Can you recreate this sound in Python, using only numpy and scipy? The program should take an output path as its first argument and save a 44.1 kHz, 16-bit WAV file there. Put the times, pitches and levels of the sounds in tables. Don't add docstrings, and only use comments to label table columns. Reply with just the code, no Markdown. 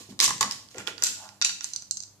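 import sys
import numpy as np
from scipy import signal
from scipy.fft import rfft, irfft
from scipy.io import wavfile

SR = 44100
rng = np.random.default_rng(int(sys.argv[2]) if len(sys.argv) > 2 else 0)


def transcribe(signal):
    frames = np.atleast_2d(signal).T
    limited = np.clip(frames, -1, 1)
    pcm = np.round(limited * 32767).astype(np.int16)
    wavfile.write(sys.argv[1], SR, pcm)


def convert_level_to_amplitude(level_db):
    exponent = np.asarray(level_db, float) / 20
    return 10 ** exponent


N = 97020

# (mode [Hz], level [dB], t60 [s])
TRAY_MODES = [(624, -5, 0.041), (825, -0.5, 0.018), (1154, -2, 0.0091), (1412, -9.5, 0.072),
              (1602, -1.5, 0.0089), (2000, -2, 0.013), (2400, -1, 0.018), (2820, 6, 0.0086),
              (3420, 5.5, 0.014)]
DEEP_TRAY_MODES = [(872, -7, 0.027), (1000, -6, 0.049), (1123, 0, 0.031), (1747, 1.5, 0.025),
                   (2000, 3.5, 0.029)]
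# (mode [Hz], lift [dB])
RAIL_MODES = [(2680, 14.5), (3900, 10), (4650, 0), (5700, 4), (6940, 0), (8100, -2), (11000, -0.5)]


def band(x, hz, q):
    return signal.lfilter(*signal.iirpeak(min(hz, 20000), q, fs=SR), x)


def ring(x, hz, t60):
    pole = np.exp(2j * np.pi * hz / SR - np.log(1000) / (t60 * SR))
    return signal.lfilter([1], [1, -pole], x).imag


def unit(x):
    return x / np.sqrt(np.mean(x ** 2))


def spread(mid, side, width):
    return np.array([mid + width * side, mid - width * side])


def pan(db):
    return convert_level_to_amplitude(np.array([[.5], [-.5]]) * db)


def curve(points, hz):
    points = np.array(points)
    return np.interp(np.log(hz), np.log(points[:, 0]), points[:, 1])


def add(out, s, x):
    i = max(int(s * SR), 0)
    out[:, i:i + x.shape[1]] += x[:, :N - i]


def floor():
    # (frequency [Hz], level [dB])
    air_bands = [(30, -25), (60, -12), (110, 0), (300, -19), (700, -12), (1500, -28.5), (6000, -25),
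                 (14000, -23.5)]
    # (frequency [Hz], level [dB])
    hum = [(100, -65), (200, -68), (300, -71.5)]
    air_db = -61.5
    out, t = 0, np.arange(N) / SR
    for hz in 30 * 2 ** np.arange(0, 9, .5):
        a, b = rng.standard_normal((2, N))
        width = min(0.46 + hz / 8100.0, 1)
        noise = band(band(spread(a, b, width), hz, 0.56), hz, 0.89)
        out = out + convert_level_to_amplitude(curve(air_bands, hz)) * noise
    out = unit(out) * convert_level_to_amplitude(air_db)
    for hz, db in hum:
        waver = unit(band(rng.standard_normal(N), hz, hz / 6.7))
        out = out + convert_level_to_amplitude(db) * (np.sin(2 * np.pi * hz * t) + 0.57 * waver)
    return out


def hall(x):
    # (frequency [Hz], t60 [s])
    fade = [(150, 0.93), (1000, 0.32), (4000, 0.42), (7000, 0.35), (9000, 0.46), (13000, 0.24)]
    # (delay [s], level [dB])
    echoes = [
        (.0045, -18),
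        (.008, -19),
        (0.0126, -25),
    ]
    tail_db, onset_s = -10, 0.0021
    t = np.arange(SR) / SR
    ir = np.zeros((2, SR))
    for hz in 125 * 2 ** np.arange(0, 7, .5):
        a, b = rng.standard_normal((2, SR))
        width = min(hz / 880.0, 1)
        noise = band(spread(a, b, width), hz, 2.96)
        ir += noise * convert_level_to_amplitude(-60 * t / curve(fade, hz)) / np.sqrt(1 + width * width)
    ir *= np.minimum(t / onset_s, 1)
    ir *= convert_level_to_amplitude(tail_db) / np.sqrt(np.sum(ir ** 2) / 2)
    for s, db in echoes:
        ir[[0, 1], [int(s * SR), int(s * SR * 1.06)]] += convert_level_to_amplitude(db)
    return signal.fftconvolve(x, ir, axes=1)[:, :N]


def thuds(out):
    # (time [s], level [dB], pitch [Hz], t60 [s])
    bumps = [(0, -45, 320, 0.11), (0.086, -44, 197, 0.41), (0.123, -41.5, 174, 0.092),
             (0.199, -42.5, 337, 0.57), (.27, -43.5, 135, 0.85), (.43, -33.5, 1000, 0.31),
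             (0.412, -32.5, 400, 0.047), (0.441, -37, 202, 0.2), (0.746, -42.5, 486, 0.26),
             (0.766, -39.5, 396, 0.13), (0.781, -41.5, 138, 0.24), (0.799, -42, 440, 0.15),
             (0.876, -39.5, 415, 0.21), (0.929, -53.5, 423, 0.83), (1.025, -32, 384, 0.035),
             (1.033, -31.5, 630, 0.032), (1.415, -33, 700, 0.021), (1.081, -51.5, 227, 0.31)]
    rise_s = 0.0047
    t = np.arange(SR // 3) / SR
    for s, db, hz, t60 in bumps:
        a, b = (unit(band(band(rng.standard_normal(len(t)), hz, 2.7), hz, 0.3)) for _ in range(2))
        env = convert_level_to_amplitude(db - 60 * t / t60) * np.minimum(t / rise_s, 1)
        add(out, s, env * np.array([a + 0.12 * b, a - 0.076 * b]))


def grit(x):
    # (frequency [Hz], gain [dB])
    colour = [(500, -18.5), (2000, -6), (3500, -4), (5000, -3), (7000, -3), (8500, -10.5), (11000, -17.5),
              (15000, -22)]
    log_gain = curve(colour, np.linspace(1, SR / 2, 513)) * np.log(10) / 20
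    c = irfft(log_gain)
    c[1:512], c[513:] = 2 * c[1:512], 0
    return signal.lfilter(irfft(np.exp(rfft(c)))[:256], [1], x)


def rail(x, modes=RAIL_MODES, q=17.0):
    return x + sum(convert_level_to_amplitude(db) * band(x, hz, q) for hz, db in modes)


def tray(push, hz, modes=TRAY_MODES):
    focus_db_per_oct2 = 12.5
    out = 0
    for k, (f, db, t60) in enumerate(modes):
        gain = convert_level_to_amplitude(db - focus_db_per_oct2 * np.log2(f / hz) ** 2)
        out = out + (-1) ** k * gain * ring(push, f, t60)
    return out


def clicks(rate):
    spread_db = 1.5
    sizes = convert_level_to_amplitude(spread_db * rng.exponential(size=N))
    return (rng.random(N) < rate / SR) * sizes * rng.choice([-1, 1], N)


def crunches():
    # (start [s], level [dB], rise [s], t60 [s], tray [dB])
    swarms = [(0, -41, 0.0006, 0.31, -14), (0.086, -48, 0.018, 0.15, -32), (0.199, -18, 0.038, 0.18, -24),
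              (0.274, -35, 0.0049, 0.27, -4), (0.407, -21.5, 0.0056, 0.095, -2.5),
              (0.427, -49, 0.0018, 0.1, 16), (0.508, -36, 0.0033, 0.38, -31),
              (0.699, -51.5, 0.016, 0.34, -20), (0.751, -43.5, 0.053, 0.15, 3.5),
              (0.873, -34.5, 0.0057, 0.13, 3.5), (0.981, -48.5, 0.0076, 1, -2.5),
              (1.038, -28, 0.0012, 0.17, -42), (1.054, -28.5, 0.0084, 0.4, -29),
              (1.17, -51.5, 0.075, 0.31, 4), (1.418, -29, 0.0013, 0.081, -8.5),
              (1.445, -24, 0.0037, 0.33, -17), (1.612, -41.5, 0.026, 0.57, -22)]
    # (mode [Hz], lift [dB])
    slide_modes = [(945, 17.5), (1450, 18.5), (2640, 7), (3300, -25), (4900, -10), (7300, -1)]
    tray_swaps = .6, 1.17, 1.4
    slide_from_s, rail_from_s, rail_to_s = 1.0, 1.4, 1.63
    rate, unlike, air_db, pan_db = 2100, 0.78, 2.5, -2

    t = np.arange(N) / SR
    env, tray_env = np.zeros(N), np.zeros(N)
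    for s, db, rise, t60, tray_db in swarms:
        u = np.maximum(t - s, 0)
        e = convert_level_to_amplitude(db) * np.minimum(u / rise, 1) * convert_level_to_amplitude(-60 * np.maximum(u - rise, 0) / t60)
        env = env + e
        tray_env = tray_env + e * convert_level_to_amplitude(tray_db)

    out = grit(spread(clicks(rate * 2), clicks(rate * 2), unlike))
    out = out + convert_level_to_amplitude(air_db) * band(out, 10000, 0.71)
    sliding = unit(band(rail(out, slide_modes, 25.0), 8800, 0.65))
    out = np.where((t > slide_from_s) & (t < rail_from_s), sliding, unit(out))
    railing = unit(band(rail(out), 6400, 0.75))
    out = np.where((t > rail_from_s) & (t < rail_to_s), railing, unit(out))

    places = [(1070.0, DEEP_TRAY_MODES), (1650.0, TRAY_MODES), (1010.0, TRAY_MODES), (1590.0, TRAY_MODES)]
    bodies = [unit(tray(clicks(rate), hz, modes)) for hz, modes in places]
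    body = np.choose(np.digitize(t, tray_swaps), bodies)
    return (out * env + body * tray_env) * pan(pan_db)


def snaps(out, table, bounce_db, tray_hz, low_hz, top_hz, leak_db, pitch_db,
          modes=(), rough=0.27, hollow=TRAY_MODES):
    contact_s, grit_t60_s, bounce_s = 0.0001, 0.0096, 0.0009
    snap_gain_db, tray_gain_db = 8, 6.5
    t = np.arange(4096) / SR
    strike = (t == t[8]) * 1.
    wake = rough * np.minimum(t / contact_s, 1) * convert_level_to_amplitude(-60 * t / grit_t60_s)
    body = tray(strike, tray_hz, hollow)
    body = body / np.abs(body).max()
    edges = signal.butter(3, [low_hz, top_hz], "band", fs=SR, output="sos")
    for s, db, hz, tray_db, pan_db in table:
        x = grit(strike + rng.standard_normal((2, len(t))) * wake)
        x = x + convert_level_to_amplitude(pitch_db) * band(x, hz, 3.4)
        x = signal.sosfilt(edges, rail(x, modes, 15.0)) + convert_level_to_amplitude(leak_db) * x
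        cycles = round(hz * bounce_s) + np.array([1, 0])
        for ch, lag in enumerate(np.round(cycles / hz * SR).astype(int)):
            first = convert_level_to_amplitude(bounce_db) * np.roll(x[ch], lag)
            second = convert_level_to_amplitude(2.16 * bounce_db) * np.roll(x[ch], 2 * lag)
            x[ch] = x[ch] + first + second
        x = x / np.abs(x).max() * convert_level_to_amplitude(snap_gain_db) + convert_level_to_amplitude(tray_db + tray_gain_db) * body
        add(out, s, x * convert_level_to_amplitude(db) * pan(pan_db))


def scene():
    # (time [s], peak [dB], pitch [Hz], tray [dB], pan [dB])
    cracks = [(0.1205, -45.5, 3800, -8, 5), (0.1911, -18, 4860, -20.5, 8),
              (0.2015, -6.5, 5210, -26.5, -0.5), (0.2097, -10, 6500, -48, 5), (0.2487, -10, 7160, -20.5, 7),
              (0.255, -16.5, 6130, -19, 7), (0.2608, -18.5, 5500, -23, -6),
              (0.2149, -15, 3870, -15.5, -1.5), (0.2269, -17, 6800, -14, 7), (0.2388, -30, 6700, -20, 16),
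              (0.2424, -9, 7380, -22, 6), (0.2782, -14.5, 6860, -12, 4.5), (0.291, -21, 6760, -12, 0),
              (0.3059, -19.5, 6400, -4.5, -2), (0.3806, -28.5, 6600, -32, 4), (0.4091, -7, 6690, -16, 4),
              (0.4275, -17, 4720, -11.5, -7.5), (0.5107, -19, 5000, -24.5, 1),
              (0.5218, -33.5, 5600, -23, -24)]
    knocks = [(0.687, -42.5, 4625, -30, -6), (0.7077, -44, 5370, -23, 3), (0.713, -42, 5900, -18, 6),
              (0.7449, -38, 2400, -8.5, 1), (0.7586, -40, 6000, -20, 0), (0.837, -46, 6100, -17, 3),
              (1.75, -50, 2000, -4, 7), (1.7567, -49.5, 2000, -4, 8), (0.7824, -26, 7000, -12, 3),
              (0.858, -39.5, 5750, -9, 7), (0.8686, -31.5, 6000, -6.5, 5), (0.8732, -17.5, 3500, -48, -4.5),
              (0.9796, -34, 4660, -13, -15), (1.2896, -38, 5200, -8, -7.5)]
    slams = [
        (1.023, -14.5, 5930, -14.5, -3.5),
        (1.0319, -24.5, 5870, -9, 14),
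        (1.037, -4.5, 7500, -36, 6.5),
        (1.045, -24.5, 6300, -22, -24),
        (1.047, -32, 6500, -30, 5),
        (1.06, -20, 6590, -32, 7),
        (1.0674, -15, 6200, -30, 7),
        (1.0706, -17.5, 6900, -32, 1),
    ]
    clacks = [
        (1.4144, -9.5, 4590, -15.5, 0.77),
        (1.4222, -11, 5760, -20.5, -5),
        (1.4288, -26, 4600, -16, -4),
        (1.453, -33, 5800, -39, -9),
        (1.4687, -27, 7050, -34, 1),
        (1.446, -11.5, 6890, -38, 0.85),
        (1.448, -9, 7100, -46, 1),
        (1.4942, -17.5, 4530, -13.5, 1),
        (1.608, -24.5, 5750, -11, 0.2),
    ]
    ticks = [
        (1.6433, -15, 7210, -29.5, -1.5),
        (1.735, -20.5, 6120, -39, -4),
        (1.7614, -17.5, 5940, -36, -3),
        (1.822, -29.5, 5980, -24.5, -3),
        (1.9102, -11.5, 7590, -41, -4),
        (1.9705, -18, 6250, -38, -3.5),
        (2.0037, -30, 6100, -32, -13),
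        (2.025, -32, 6650, -35, 18),
        (2.0356, -31.5, 5900, -30, -9),
    ]
    # (mode [Hz], lift [dB])
    slam_modes = [(4400, -5), (5100, 2), (6000, 2), (7500, 3), (11500, 10)]
    clip_modes = [(2800, 10), (4300, 9), (5000, 5.5), (6150, 5.5), (7350, 2.5), (8500, -4.5), (9600, -12)]
    # (frequency [Hz], share removed, sharpness [Q])
    shadows = [(2690, 0.61, 0.49), (5520, 0.96, 5.4)]
    port_lag_s = 0.00016

    dry = crunches()
    snaps(dry, cracks, bounce_db=-4.5, tray_hz=1180, low_hz=1500, top_hz=14200, leak_db=-46, pitch_db=2.5,
          hollow=DEEP_TRAY_MODES)
    snaps(dry, knocks, bounce_db=-47, tray_hz=1500, low_hz=1660, top_hz=14800, leak_db=30, pitch_db=12)
    snaps(dry, slams, bounce_db=-11, tray_hz=1620, low_hz=2230, top_hz=15000, leak_db=-19, pitch_db=0.5,
          modes=slam_modes, rough=0.14)
    snaps(dry, clacks, bounce_db=-4.5, tray_hz=1750, low_hz=1650, top_hz=8900, leak_db=-22, pitch_db=9.5,
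          modes=RAIL_MODES, rough=0.18)
    snaps(dry, ticks, bounce_db=-7.5, tray_hz=1400, low_hz=3650, top_hz=12750, leak_db=-46, pitch_db=10.5,
          modes=clip_modes, rough=0.068)
    thuds(dry)
    wet = hall(dry)
    for hz, share, q in shadows:
        dry[0] = dry[0] - share * band(dry[0], hz, q)
    dry[1] = np.roll(dry[1], int(port_lag_s * SR))
    return dry + wet + floor()


def low_pass(x):
    return signal.sosfilt(signal.butter(12, 15690, fs=SR, output="sos"), x)


def record(dry):
    limit, top_hz = 0.9, 14600
    x = dry / (1 + (dry / limit) ** 4) ** .25
    x = signal.sosfilt(signal.cheby1(8, .5, top_hz, fs=SR, output="sos"), x)
    mix = limit * x
    return low_pass(mix)


dry = scene()
out = record(dry)
transcribe(out)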